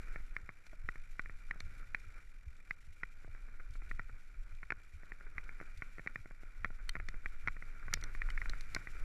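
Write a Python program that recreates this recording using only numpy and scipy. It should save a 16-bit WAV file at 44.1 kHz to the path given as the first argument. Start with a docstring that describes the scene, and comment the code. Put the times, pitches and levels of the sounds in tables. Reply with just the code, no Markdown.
"""Mountain bike on gravel.

A coasting descent, heard inside a closed plastic camera case on the rider's chest. Tyres crunch and
scuff, the freehub ticks, air slides past. Bumps knock the case in its mount; a few flung stones crack
against the bike. Below, the shaking body rumbles, surges at each jolt and thumps like a racing pulse."""
import sys
import numpy as np
from scipy import signal
from scipy.fft import rfft, irfft, next_fast_len
from scipy.io import wavfile
from scipy.ndimage import uniform_filter1d

SR = 44100
rng = np.random.default_rng(int(sys.argv[2]) if len(sys.argv) > 2 else 0)


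def generate_wav(sig):
    """Save sig (samples, or channels by samples) to the path in sys.argv[1] as 16-bit PCM at SR."""
    pcm = np.round(np.clip(np.atleast_2d(sig).T, -1, 1) * 32767).astype(np.int16)
    wavfile.write(sys.argv[1], SR, pcm)


N = 398663
TIME_S = np.arange(N) / SR

# tyre work on the gravel: (time [s], relative level [dB])
RIDE_CURVE = [(0.0, -59.5), (0.33, -67), (0.85, -67), (1.4, -64.0), (2.12, -64.5), (2.3, -67.5),
              (3.2, -67.5), (3.33, -66.5), (3.6, -69), (3.9, -64.5), (4.25, -68.5), (4.9, -67.5),
              (5.3, -66.5), (5.65, -63.5), (5.9, -64), (6.35, -67), (7.83, -64.5), (7.98, -61), (8.4, -59),
              (9.04, -59.5)]
# freehub rate, set by wheel speed: (time [s], rate [ticks/s])
TICK_RATE = [(0, 75), (0.5, 64), (0.8, 46.7), (1.7, 69.5), (2.05, 59), (2.2, 45), (2.6, 40.3), (3.2, 63),
             (4.35, 76), (4.65, 58), (5.9, 102), (6.25, 67), (9.04, 100)]
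# chest sway: (time [s], relative level [dB])
SWAY_CURVE = [(0.0, -46.5), (0.18, -41.5), (0.62, -60), (0.8, -45), (1.15, -48), (1.65, -46), (2.0, -51),
              (2.75, -54.5), (3.2, -50.5), (3.97, -42.5), (4.25, -52.5), (4.45, -44), (4.85, -56.5),
              (5.4, -46), (6.25, -53.5), (6.85, -42.5), (7.3, -42.5), (7.7, -46), (8.0, -42), (8.45, -36.5),
              (8.88, -49.5), (9.04, -36)]

# rumble surges at big bumps: (time [s], peak [dB])
JOLTS = [(1.62, -54), (3.87, -57.5), (4.69, -62.5), (6.615, -60.5), (6.95, -55), (7.451, -60),
         (7.90, -49.5), (8.735, -59)]
# case knocks: (time [s], shell level [dB], shell tilt [dB/octave], relative mount level [dB])
KNOCKS = [(0.159, -42.5, -7, -48.5), (0.203, -60, -15, -60.5), (0.365, -35, 10, -52.5),
          (0.4909, -43.5, -11, -51), (0.731, -61, -27, -55.5), (0.8882, -34.5, -5, -47),
          (0.9566, -50, -6, -55.5), (1.194, -34.5, 0, -48), (1.2589, -47.5, 19, -60),
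          (1.296, -49.5, -6, -55), (1.51, -34, 14, -53.5), (1.558, -62, -31, -56), (1.6047, -47, 5, -55),
          (1.9467, -31.5, 20, -51), (2.7084, -33.5, 19, -51.5), (3.033, -35, 1, -50.5),
          (3.246, -57, -27, -54.5), (3.278, -68, 10, -58), (3.3487, -56.5, -17, -62),
          (3.9128, -39.5, 1, -52), (3.9944, -38.5, -20, -48), (4.6303, -45, -5, -56.5),
          (4.7042, -33, 11, -49.5), (4.7211, -34.5, -10, -45), (5.033, -56.5, -10, -58),
          (5.1193, -44, 9, -56), (5.381, -37, 11, -54), (5.4916, -46, 1, -58.5), (5.601, -46, -22, -56),
          (5.6121, -51, -11, -48), (5.821, -38.5, -4, -50), (5.9827, -48, 2, -51.5), (5.9945, -47, 10, -49),
          (6.0626, -49.5, 10, -48), (6.0729, -34, 25, -53), (6.1578, -37.5, 19, -48.5),
          (6.2576, -54.5, -22, -52.5), (6.3094, -55, -35, -54.5), (6.4334, -59, -12, -55),
          (6.6457, -31, -9, -44), (6.656, -46, -4, -49.5), (6.7039, -53.5, -27, -53.5),
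          (6.892, -40.5, 8, -57), (6.9535, -38, -6, -46.5), (6.9655, -45.5, -17, -50),
          (6.9996, -43.5, 11, -55), (7.0861, -41.5, 14, -53), (7.1422, -53, -18, -53),
          (7.259, -36.5, 13, -52), (7.4741, -31, -7, -43.5), (7.4825, -32, -3, -50),
          (7.566, -50.5, -10, -56.5), (7.6236, -45.5, -6, -54), (7.8817, -45, -21, -50.5),
          (7.9286, -39, -12, -59), (7.9386, -33.5, 36, -45.5), (7.973, -52, -14, -51.5),
          (8.0255, -47.5, -5, -56), (8.039, -48, 4, -56), (8.1496, -45, -6, -55), (8.218, -34.5, 40, -54.5),
          (8.288, -44.5, -26, -63), (8.3029, -45, 16, -66), (8.3764, -37, 31, -67),
          (8.4163, -36.5, 12, -56.5), (8.4578, -42.5, -2, -59), (8.497, -50, 8, -52),
          (8.534, -43.5, -11, -56), (8.6088, -55, 0, -68), (8.748, -39, 4, -51), (8.7635, -35, -23, -42.5),
          (8.8714, -42, 13, -54)]
# tread slips: (time [s], relative peak [dB])
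SCUFFS = [(0.665, -71.5), (1.215, -75), (2.565, -77), (3.706, -76), (3.736, -72), (3.894, -75), (3.95, -79),
          (4.548, -76.5), (4.833, -77), (5.054, -79), (5.438, -74), (5.774, -69), (8.011, -66.5)]
# loose stones under the tread: (time [s], peak [dB])
CRUNCHES = [(0.664, -56.5), (3.598, -50.5), (3.752, -54), (3.818, -53), (4.093, -52.5), (5.207, -52),
            (5.265, -52.5), (5.623, -53), (7.826, -53.5)]
# flung stones: (time [s], clack level [dB], tilt [dB/octave], snap level [dB])
CRACKS = [(1.6036, -49, -9, -73), (6.893, -39.5, -31, -49), (7.087, -51, -2, -77),
          (7.938, -30.5, 15, -43.5), (8.0387, -46, 6, -62), (8.3025, -50.5, -42, -67),
          (8.4959, -44.5, 11, -68), (8.6091, -52, -14, -63), (8.748, -38.5, 15, -56)]

# spectra: (frequency [Hz], relative density [dB])
TYRE_SPECTRUM = [(150, -1), (300, -6), (500, -9), (800, -14), (1050, -13.5), (1250, -3.5), (1430, 4),
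                 (1680, -4), (1950, -8), (2100, -6.5), (2330, -3), (2550, -19), (2800, -37), (3600, -48)]   # gravel through the case
HISS_SPECTRUM = [(2000, 14), (2900, 6), (3300, 2), (3900, 4), (5000, -0.5), (5800, 4.5), (6300, -1.5),
                 (7300, 3), (8400, -4.5), (9900, -2.5), (12500, -5.5), (15000, -25)]   # grit and pawl hiss
SWAY_SPECTRUM = [(5, -11.5), (11, -2.5), (19, 0.5), (27, -10.5), (38, -14.5), (60, -36), (120, -75)]   # chest sway
RUMBLE_SPECTRUM = [(25, 1.5), (45, 0), (80, 3.5), (130, -7.5), (220, -26.5), (500, -41)]   # body rumble
AIR_SPECTRUM = [(150, 2.5), (450, -5.5), (900, -8), (1400, -5.5), (2500, -16)]   # air past the case
THUMP_SPECTRUM = [(35, -18), (60, 14), (95, 6), (140, -13), (200, -45), (350, -32)]   # thump through the chest strap
PUFF_SPECTRUM = [(2500, 5), (4200, 3.5), (7500, -2.5), (14000, -18)]   # puff of grit

# modes: (frequency [Hz], bandwidth [Hz], gain [dB])
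HUB_MODES = [(1370, 74, -5), (1940, 230, 2), (2373, 95, 6.5), (2984, 40, -12), (3564, 15, -8.5),
             (3880, 32, -7.5), (4750, 35, -12), (5335, 12, -6)]   # hub and spokes
SHELL_MODES = [(1132, 63, -13.5), (1456, 160, 0), (1803, 240, -5), (1982, 180, 1), (2200, 224, 2),
               (2365, 124, -4.5)]   # case shell
MOUNT_MODES = [(125, 94, 25.5), (306, 110, 2.5), (450, 140, -3), (608, 68, -1)]   # case mount
EDGE_MODES = [(3350, 67, -3), (3790, 770, -1.5), (5320, 320, -2.5)]   # bright edge of a knock
CLACK_MODES = [(3020, 130, 1.5), (3730, 250, 2), (4210, 380, 7), (4800, 760, -6), (5570, 280, 3.5),
               (6600, 490, -17)]   # hard stone hit
SNAP_MODES = [(8750, 1100, 20), (10200, 760, 5), (12200, 540, 0)]   # sharpest contacts
# metallic rings of the frame: (frequency [Hz], gain [dB])
FRAME_MODES = [(3100, -15), (3690, 4), (4240, -2), (4760, -4), (5360, -3)]


def from_db(db):
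    """Decibels to gain."""
    return 10 ** (np.asarray(db) / 20)


def unit_rms(x):
    """Scale to rms 1."""
    return x / np.sqrt(np.mean(x ** 2) + 1e-20)


def curve(rows):
    """Interpolate (time, value) rows at every sample."""
    return np.interp(TIME_S, *np.transpose(rows))


def coloured(x, spectrum):
    """Filter x by a spectrum; rms 1."""
    hz, db = np.transpose(spectrum)
    size = next_fast_len(N)
    bins_hz = np.maximum(np.arange(size // 2 + 1) * SR / size, 1)
    gain = from_db(np.interp(np.log(bins_hz), np.log(hz), db, left=-90, right=-90))
    return unit_rms(irfft(rfft(x, size) * gain, size)[:N])


def noise(spectrum):
    """Coloured Gaussian noise; rms 1."""
    return coloured(rng.standard_normal(N), spectrum)


def drift(rate_hz):
    """Straight lines between unit Gaussian knots."""
    knots = rng.standard_normal(4000)
    return np.interp(TIME_S * rate_hz, np.arange(len(knots)), knots)


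def grains(rate_hz, spread_db):
    """Random clicks of random size and sign; rms 1."""
    sizes = from_db(spread_db * np.minimum(rng.exponential(1, N), 4.5)) * rng.choice([-1, 1], N)
    return unit_rms(sizes * (rng.random(N) < rate_hz / SR))


def levelled(x, window_samples):
    """Hold the running power near 1."""
    return x / np.sqrt(uniform_filter1d(x ** 2, size=window_samples) + 0.0058)


def swells(events, rise_s):
    """Envelope: each (time, level) event peaks after rise_s, then decays."""
    envelope = np.zeros(N)
    for start_s, peak_db in events:
        age = np.maximum(TIME_S - start_s, 0) / rise_s
        envelope += from_db(peak_db) * age * np.exp(1 - age)
    return envelope


def resonance(x, hz, width_hz):
    """Two-pole resonator, peak gain 1."""
    radius = np.exp(-np.pi * width_hz / SR)
    numerator = np.array([1, 0, -1]) * (1 - radius ** 2) / 2
    denominator = [1, -2 * radius * np.cos(2 * np.pi * hz / SR), radius ** 2]
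    underflow_guard = 1e-15 * np.sin(np.arange(len(x)))
    return signal.lfilter(numerator, denominator, x + underflow_guard)


def struck(times_s, levels_db, modes, band_hz, lowpass_order, vary_db, touches, gap_s, loss_db, tilts=0):
    """Blows of a few fading touches ring the modes. Level: energy as rms over 5 ms; tilts: dB/octave."""
    hz, widths_hz, mode_db = np.transpose(modes)
    # a small body radiates little bass; contact time limits the treble
    band = np.vstack([signal.butter(2, band_hz[0], "high", fs=SR, output="sos"),
                      signal.butter(lowpass_order, band_hz[1], fs=SR, output="sos")])
    out, size, touch = np.zeros(N + SR), SR // 30, np.arange(touches)
    for start_s, blow_db, tilt in np.broadcast(times_s, levels_db, tilts):
        delays_s = np.cumsum(rng.uniform(0.5, 1.6, touches) * gap_s * (touch > 0))
        force = np.bincount((delays_s * SR).astype(int), from_db(-loss_db * touch), size)[:size]
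        gains = from_db(mode_db + tilt * np.log2(hz / hz[0]) + vary_db * rng.standard_normal(len(hz)))
        detuned_hz = hz * (1 + 0.023 * rng.standard_normal(len(hz)))
        ring = sum(g * resonance(force, f, w) for g, f, w in zip(gains, detuned_hz, widths_hz))
        blow = signal.sosfilt(band, ring)
        blow_rms = np.sqrt(np.sum(blow ** 2) / (0.005 * SR))
        out[int(start_s * SR):][:size] += from_db(blow_db) * blow / blow_rms
    return out[:N]


def tyres(tick_hz, crunch_db, hiss_db):
    """Gravel grinds in clumps, denser at speed; the case passes mostly its own resonances."""
    gravel = grains(tick_hz * 45, spread_db=1) * from_db(2 * drift(45) + 3.15 * drift(13))
    pebbles = grains(tick_hz * 4, spread_db=2) * from_db(5.1 * drift(40))
    crunch = coloured(gravel + from_db(-5) * pebbles, TYRE_SPECTRUM)
    spray_gain = from_db(3.8 * drift(60))
    grit = from_db(-11) * grains(tick_hz * 8, spread_db=-7) + rng.standard_normal(N)
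    hiss = coloured(grit * spray_gain, HISS_SPECTRUM)
    return from_db(crunch_db) * crunch + from_db(hiss_db) * hiss


def freehub(tick_hz, ring_db, hiss_db):
    """Pawls drop once per ratchet tooth: a short rasp through hub and spokes."""
    rise_s = 0.003
    teeth = np.cumsum(tick_hz) / SR
    age = teeth % 1 / tick_hz / rise_s
    strength = from_db(1.6 * rng.standard_normal(2000))[teeth.astype(int)]
    rasp = rng.standard_normal(N) * age * np.exp(1 - age) * strength
    ring = unit_rms(sum((-1) ** k * from_db(db) * resonance(rasp, hz, width_hz)
                        for k, (hz, width_hz, db) in enumerate(HUB_MODES)))
    hiss = coloured(rasp, HISS_SPECTRUM)
    speed_gain = from_db(-2.5 * np.log2(tick_hz / 60))   # slow ticks stand out
    return speed_gain * (from_db(hiss_db) * hiss + from_db(ring_db) * ring)


def body_shake(roughness_db):
    """The chest sways; its rumble follows sway and ground and surges at jolts."""
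    sway_db = curve(SWAY_CURVE) + 4
    usual_sway_db = -42
    rumble_db = -66 + 0.35 * (sway_db - usual_sway_db) + 0.61 * roughness_db
    sway = levelled(noise(SWAY_SPECTRUM), window_samples=SR // 7)
    rumble_gain = from_db(rumble_db) + swells(JOLTS, rise_s=0.038)
    return from_db(sway_db) * sway + rumble_gain * noise(RUMBLE_SPECTRUM)


def air_rush(level_db=-80.5):
    """Air slides evenly past the case."""
    return from_db(level_db) * noise(AIR_SPECTRUM)


def case_knocks():
    """The shell tocks and rebounds, the mount bumps dully; hard contacts add a bright edge."""
    times_s, shell_db, tilts, mount_db = np.transpose(KNOCKS)
    hard_knock_db = -30.5
    edge_db = shell_db - 25 + 0.7 * (shell_db - hard_knock_db)
    shell = struck(times_s, shell_db, SHELL_MODES, band_hz=(1190, 2172), lowpass_order=10,
                   vary_db=2.5, touches=2, gap_s=0.001779, loss_db=7, tilts=tilts)
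    mount = struck(times_s - 0.0003, mount_db + 0.5, MOUNT_MODES, band_hz=(91, 820), lowpass_order=5,
                   vary_db=6, touches=2, gap_s=0.00217, loss_db=12.5)
    edge = struck(times_s + 0.0007, edge_db, EDGE_MODES, band_hz=(2420, 5530), lowpass_order=4,
                  vary_db=1, touches=3, gap_s=0.000708, loss_db=2)
    return shell + mount + edge


def pulse(first_s=0.43, period_s=0.405, slowing_s_per_beat=0.00084, beats=21):
    """A fast, slowly easing heartbeat thumps through the chest strap."""
    beat = np.arange(beats)
    times_s = first_s + beat * (period_s + slowing_s_per_beat * beat / 2)
    peaks_db = -50.5 + 1.5 * rng.standard_normal(beats)
    thud = levelled(noise(THUMP_SPECTRUM), window_samples=SR // 40)
    return swells(zip(times_s, peaks_db), rise_s=0.012) * thud


def scuffs():
    """Tread slips throw soft puffs of grit; loose stones give a short, dull crunch."""
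    puffs = from_db(9) * swells(SCUFFS, rise_s=0.0022) * noise(PUFF_SPECTRUM)
    stones = coloured(grains(3500, spread_db=3), TYRE_SPECTRUM)
    crunches = swells(CRUNCHES, rise_s=0.0027) * levelled(stones, window_samples=SR // 100)
    return puffs + crunches


def stone_cracks():
    """A stone chatters on the bike for about 2 ms: dry clack, snap, faint ring."""
    times_s, clack_db, tilts, snap_db = np.transpose(CRACKS)
    clack = struck(times_s, clack_db, CLACK_MODES, band_hz=(2900, 8400), lowpass_order=2,
                   vary_db=2, touches=4, gap_s=0.0006, loss_db=1.5, tilts=tilts)
    snap = struck(times_s, snap_db, SNAP_MODES, band_hz=(7500, 13800), lowpass_order=4,
                  vary_db=2, touches=4, gap_s=0.0005, loss_db=3)
    return clack + snap + frame_ring(times_s, clack_db - 28, tilts)


def frame_ring(times_s, levels_db, tilts, t60_s=0.14):
    """The frame rings after each stone: low modes for dull hits, high modes for sharp ones."""
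    hz, base_db = np.transpose(FRAME_MODES)
    out, age_s = np.zeros(N + SR), np.arange(SR // 4) / SR
    rings = np.sin(2 * np.pi * hz[:, None] * age_s) * from_db(-60 * age_s / t60_s)
    for start_s, strongest_db, tilt in zip(times_s, levels_db, tilts):
        mode_db = base_db + tilt * np.log2(hz / hz[0]) + 1.5 * rng.standard_normal(len(hz))
        out[int(start_s * SR):][:len(age_s)] += from_db(strongest_db + mode_db - mode_db.max()) @ rings
    return out[:N]


def scene():
    """Ground roughness drives crunch, hub, hiss and rumble. Mono; open hillside, no echo."""
    ride_db, tick_hz = curve(RIDE_CURVE), curve(TICK_RATE)
    cruise_db = -67
    roughness_db = ride_db - cruise_db
    hiss_rise_db = 0.79 * roughness_db
    rolling = tyres(tick_hz, crunch_db=ride_db - 1, hiss_db=-77.3 + hiss_rise_db)
    ticking = freehub(tick_hz, ring_db=ride_db - 4.5, hiss_db=-78.5 + hiss_rise_db)
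    impacts = case_knocks() + stone_cracks() + scuffs()
    rider = body_shake(roughness_db) + pulse()
    return (rolling + ticking + impacts + rider + air_rush())[None]


def record(dry):
    """Steep elliptic low-pass."""
    cutoff_hz = 15200
    return signal.sosfilt(signal.ellip(10, 0.1, 80, cutoff_hz, fs=SR, output="sos"), dry)


dry = scene()
out = record(dry)
generate_wav(out)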